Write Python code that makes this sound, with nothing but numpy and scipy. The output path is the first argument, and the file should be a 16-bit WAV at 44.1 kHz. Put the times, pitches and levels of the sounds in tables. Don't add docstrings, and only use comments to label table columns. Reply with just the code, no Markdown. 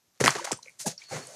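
import sys
import numpy as np
from scipy import signal
from scipy.fft import rfft, irfft
from scipy.io import wavfile

SR = 44100
rng = np.random.default_rng(int(sys.argv[2]) if len(sys.argv) > 2 else 0)


def transcribe(signal):
    frames = np.atleast_2d(signal).T
    limited = np.clip(frames, -1, 1)
    pcm = np.round(limited * 32767).astype(np.int16)
    wavfile.write(sys.argv[1], SR, pcm)


N = 59535
T = np.arange(N) / SR
FREQS = np.maximum(np.fft.rfftfreq(N, 1 / SR), 1)


def amp(db):
    return 10 ** (np.asarray(db) / 20)


def unit(x):
    return x / np.sqrt(np.mean(x ** 2))


def coloured_noise(spectrum):
    hz, db = np.array(spectrum).T
    gain = amp(np.interp(np.log(FREQS), np.log(hz), db))
    return unit(irfft(rfft(rng.standard_normal(N)) * gain, N))


def band_noise(centre_hz, width_octaves):
    bell = np.exp(-.5 * (np.log2(FREQS / centre_hz) / width_octaves) ** 2)
    return unit(irfft(rfft(rng.standard_normal(N)) * bell, N))


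def swell(start_s, rise_s, hold_s, decay_s):
    age = T - start_s
    attack = np.sin(np.pi / 2 * np.clip(age / rise_s, 0, 1)) ** 2
    return attack * np.exp(-np.maximum(age - rise_s - hold_s, 0) / decay_s)


def pop(age, peak_s):
    progress = np.maximum(age, 0) / peak_s
    return (progress * np.exp(1 - progress)) ** 2


def splashes():
    # start_s, rise_s, hold_s, decay_s, body_db, slosh_db, spray_db, tilt_db_per_octave, flutter_db
    pushes = [(0.123, .03, 0.098, 0.011, -81, -78, -71.5, -5, 8),
              (0.1977, 0.012, 0.0032, 0.013, -34, -28.5, -28.5, -0.5, 4.5),
              (0.2388, 0.001, 0.0039, 0.0083, -24.5, -21.5, -23.5, -6, 4),
              (0.2599, 0.00064, 0.0021, 0.013, -28.5, -24, -24.5, -1.5, 12.5),
              (0.276, .003, 0.0061, 0.012, -28, -33, -29.5, 5, 8.5),
              (0.298, 0.0077, 0.0067, .05, -59.5, -37.5, -37.5, -2, 1.5),
              (0.345, 0.0098, 0.0033, 0.017, -40, -34, -37.5, -8.5, 4.5),
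              (0.376, 0.0067, 0.0059, 0.047, -61, -50, -42, -6, 2),
              (0.4411, 0.0047, 0.0085, 0.0026, -81, -37, -32.5, -2.5, 1.5),
              (0.46, 0.0064, 0.017, 0.035, -86, -43.5, -43.5, -5, -4),
              (0.511, 0.0096, 0.01, 0.0047, -46, -39.5, -38.5, 1, 4),
              (0.606, 0.036, 0.028, 0.11, -70, -69.5, -61, -1.5, 4),
              (.785, 0.021, 0.0096, 0.02, -61.5, -58, -36, 2, 2),
              (0.854, 0.015, 0.011, 0.0085, -32.5, -48.5, -29, 2, 1),
              (0.876, 0.0041, 0.036, 0.0085, -69, -53.5, -41.5, -3, 2.5),
              (0.962, 0.055, 0.026, 0.039, -79.5, -66.5, -54.5, -8, 1),
              (1.074, 0.038, 0.0047, 0.037, -73, -52.5, -48, -1.5, -0.5),
              (1.103, 0.028, 0.038, 0.042, -39, -40.5, -41.5, -3.5, 2),
              (1.198, 0.044, .12, 0.043, -66, -60, -51.5, -1, 2)]
    # frequency_hz, relative_db
    body_colour = [(30, -40.5), (60, -35.5), (95, -6.5), (135, 0.5), (220, -5), (450, -6.5), (800, -9.5),
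                   (1500, -39), (4000, -58)]
    slosh_colour = [(120, -32.5), (400, -1.5), (750, 1.5), (1300, 2.5), (2100, 0.5), (3200, -12.5),
                    (5000, -23.5), (14000, -31.5)]
    spray_colour = [(500, -38), (2000, -9.5), (3300, -10.5), (4400, -4.5), (5300, -4.5), (6500, 1.5),
                    (8000, -5), (9700, -5), (11500, -16), (15000, -25.5)]
    body = coloured_noise(body_colour)
    slosh = coloured_noise(slosh_colour)
    spray_spectrum = rfft(coloured_noise(spray_colour))
    spatter = np.clip(band_noise(centre_hz=245, width_octaves=.98), -2, 2)
    octaves = np.log2(np.maximum(FREQS / 3000, 1))
    out = np.zeros(N)
    for *timing, body_db, slosh_db, spray_db, tilt, flutter_db in pushes:
        spray = unit(irfft(spray_spectrum * amp(tilt * octaves), N))
        surface = amp(slosh_db) * slosh + amp(spray_db) * spray
        flutter = unit(amp(flutter_db * spatter))
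        water = amp(body_db) * body + surface * flutter
        out += swell(*timing) * np.roll(water, rng.integers(N))
    return out


def cracks(top_hz=11000):
    # start_s, peak_rms_db, peak_s, centre_hz, width_octaves
    snaps = [(0.2045, -24, 0.0012, 1970, 0.18), (0.2409, -21, 0.00046, 4270, .6),
             (0.2518, -15, 0.00046, 4800, 0.88), (0.2615, -12.5, 0.00056, 2110, 0.26),
             (0.2745, -22.5, .0006, 4900, 0.63), (0.2785, -7, 0.00047, 2590, 0.57),
             (0.2919, -16, 0.00067, 1700, 0.19), (0.3039, -24, 0.0024, 6340, 0.28),
             (0.4721, -28.5, 0.00091, 1520, .4), (0.516, -22.5, 0.001, 5000, 1.0),
             (0.52, -18, 0.00066, 7220, 0.23), (0.5296, -26, 0.00036, 4500, 0.74),
             (0.625, -49, 0.0042, 5490, .5), (0.6947, -52, 0.00093, 10040, .3),
             (0.977, -47.5, .004, 5000, 0.21), (1.018, -50, .002, 2700, 0.33),
             (1.2709, -35, 0.00075, 8850, 0.19)]
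    out = np.zeros(N)
    for start_s, peak_rms_db, peak_s, centre_hz, width_octaves in snaps:
        envelope = pop(T - start_s, peak_s)
        snap = unit(envelope * band_noise(centre_hz, width_octaves))
        out += amp(peak_rms_db) * np.sqrt(np.mean(envelope ** 2)) * snap
    return signal.sosfilt(signal.butter(4, top_hz, fs=SR, output="sos"), out)


def gulps(decay_s=.0085):
    # start_s, first_hz, last_hz, fall_s, rise_s, hold_s, level_db
    cavities = [(0.2067, 400, 122, 0.0035, 0.0011, 0.011, -24), (0.2397, 757, 95, .008, .001, 0.011, -26.5),
                (0.5158, 797, 82.7, 0.0075, 0.00083, 0.0076, -27.5),
                (.868, 251.3, 155, .005, 0.0011, 0.0026, -23.5)]
    out = np.zeros(N)
    for start_s, first_hz, last_hz, fall_s, rise_s, hold_s, level_db in cavities:
        age = np.maximum(T - start_s, 0)
        cycles = last_hz * age + (first_hz - last_hz) * fall_s * (1 - np.exp(-age / fall_s))
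        out += amp(level_db) * swell(start_s, rise_s, hold_s, decay_s) * np.sin(2 * np.pi * cycles)
    return out


def air_pocket(start_s, pitch_hz, peak_db, peak_s, glide_octaves_per_s):
    first = int(start_s * SR)
    age = T[:min(int(10 * peak_s * SR), N - first)]
    hz = pitch_hz * 2 ** (glide_octaves_per_s * age)
    ring = amp(peak_db) * pop(age, peak_s) * np.sin(2 * np.pi * np.cumsum(hz) / SR)
    return np.pad(ring, (first, N - first - len(ring)))


def bubbles():
    # start_s, pitch_hz, peak_db, peak_s, glide_octaves_per_s
    pockets = [(0.2116, 522, -14.5, .0024, -57.5), (0.243, 540, -22.5, 0.0023, -9.5),
               (0.2681, 1840, -9.5, 0.0009, -10), (0.2791, 1100, -5, 0.0011, 11),
               (.2830, 1150, -17.5, 0.0013, -12), (.353, 378, -29.5, 0.0046, 23),
               (.360, 767, -27, .003, -15), (0.377, 1046, -36, 0.0086, 19), (0.394, 984, -26.5, 0.0028, -9),
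               (.412, 477, -37.5, 0.0061, 24), (.4255, 1740, -46, 0.0019, 7),
               (0.4412, 462, -32.5, 0.0061, 40.5), (.4718, 1960, -27.5, 0.0015, 13),
               (.473, 750, -30.5, 0.0042, 18.5), (0.487, 850, -37.5, 0.0027, -5),
               (0.5098, 877, -22.5, 0.0014, 12), (0.53, 1150, -35, 0.0027, 24),
               (0.5731, 8930, -40, .0012, -13), (0.5892, 940, -43, 0.0023, 15),
               (.6294, 4100, -41, 0.0017, 3.5), (0.6302, 6060, -38, .001, -6.5),
               (0.659, 2360, -43.5, .001, 8), (0.66, 529, -50.5, 0.0046, -2.5),
               (0.674, 2226, -41.5, 0.0016, 1), (0.6815, 2273, -35.5, 0.0015, -7.5),
               (0.6947, 2273, -41.5, 0.0012, 4.5), (.843, 586.5, -36.5, 0.018, 4),
               (.863, 825, -24, 0.0026, -10.5), (0.858, 1664, -38, 0.005, -1.5),
               (0.9774, 5590, -35.5, 0.002, -3), (0.9791, 4550, -37.5, 0.0013, 0.5),
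               (1.017, 2194, -40.5, 0.0028, 15.5), (1.038, 4430, -44.5, 0.0016, 20.5),
               (1.108, 806, -35.5, 0.011, -3), (1.123, 509, -33.5, 0.0075, 6)]
    return sum(air_pocket(*pocket) for pocket in pockets)


def froth(count=55, start_s=.285, length_s=.2, level_db=-38, fade_db_per_s=55.5):
    centre_hz, spread_octaves, spread_db, cycles_to_peak = 1700, .55, 5, 2
    delays_s = rng.random(count) * length_s
    deviations = np.clip(rng.standard_normal((count, 2)), -2, 2)
    out = np.zeros(N)
    for delay_s, (pitch, strength) in zip(delays_s, deviations):
        hz = centre_hz * 2 ** (spread_octaves * pitch)
        peak_db = level_db - fade_db_per_s * delay_s + spread_db * strength
        out += air_pocket(start_s + delay_s, hz, peak_db, cycles_to_peak / hz, glide_octaves_per_s=18)
    return out


def gurgles():
    # start_s, rise_s, hold_s, decay_s, centre_hz, width_octaves, level_db
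    notes = [(0.373, 0.01, 0.032, 0.014, 357, 0.091, -46.5), (0.896, 0.015, 0.018, .02, 578, 0.19, -58.5),
             (1.029, .04, 0.16, 0.073, 4360, 0.021, -59.5), (1.25, 0.053, .05, .05, 580, 0.23, -50.5)]
    return sum(amp(level_db) * swell(*timing) * band_noise(centre_hz, width_octaves)
               for *timing, centre_hz, width_octaves, level_db in notes)


def echo(direct, delay_s=.0028):
    # frequency_hz, relative_db
    echo_colour = [(60, -7.5), (130, 4.5), (260, -7), (600, -1), (2000, -1), (5000, 6.5), (9000, -1),
                   (15000, 0)]
    early_db, early_t60_s, tail_db, tail_t60_s = -14.5, .11, -21.5, .29
    scatter = coloured_noise(echo_colour) * np.clip(T / delay_s - 1, 0, 1)
    early = amp(early_db) * unit(scatter * amp(-60 * T / early_t60_s))
    tail = amp(tail_db) * unit(scatter * amp(-60 * T / tail_t60_s))
    return signal.fftconvolve(direct, (early + tail) / np.sqrt(N))[:N]


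def hiss(level_db=-71):
    # frequency_hz, relative_db
    hiss_colour = [(30, 3), (100, 7.5), (300, -1.5), (900, -5), (3000, -8.5), (6300, -4), (9000, -12),
                   (13400, -9), (14200, -30.5)]
    return amp(level_db) * coloured_noise(hiss_colour)


def scene():
    water = splashes() + gulps() + bubbles() + froth() + cracks() + gurgles()
    return (water + echo(water) + hiss())[None]


def record(dry, low_cut_hz=98, top_hz=15000):
    low_cut = signal.butter(2, low_cut_hz, "high", fs=SR, output="sos")
    high_cut = signal.ellip(8, .2, 90, top_hz, fs=SR, output="sos")
    thinned = signal.sosfilt(low_cut, dry)
    return signal.sosfilt(high_cut, np.clip(thinned, -1, 1))


dry = scene()
out = record(dry)
transcribe(out)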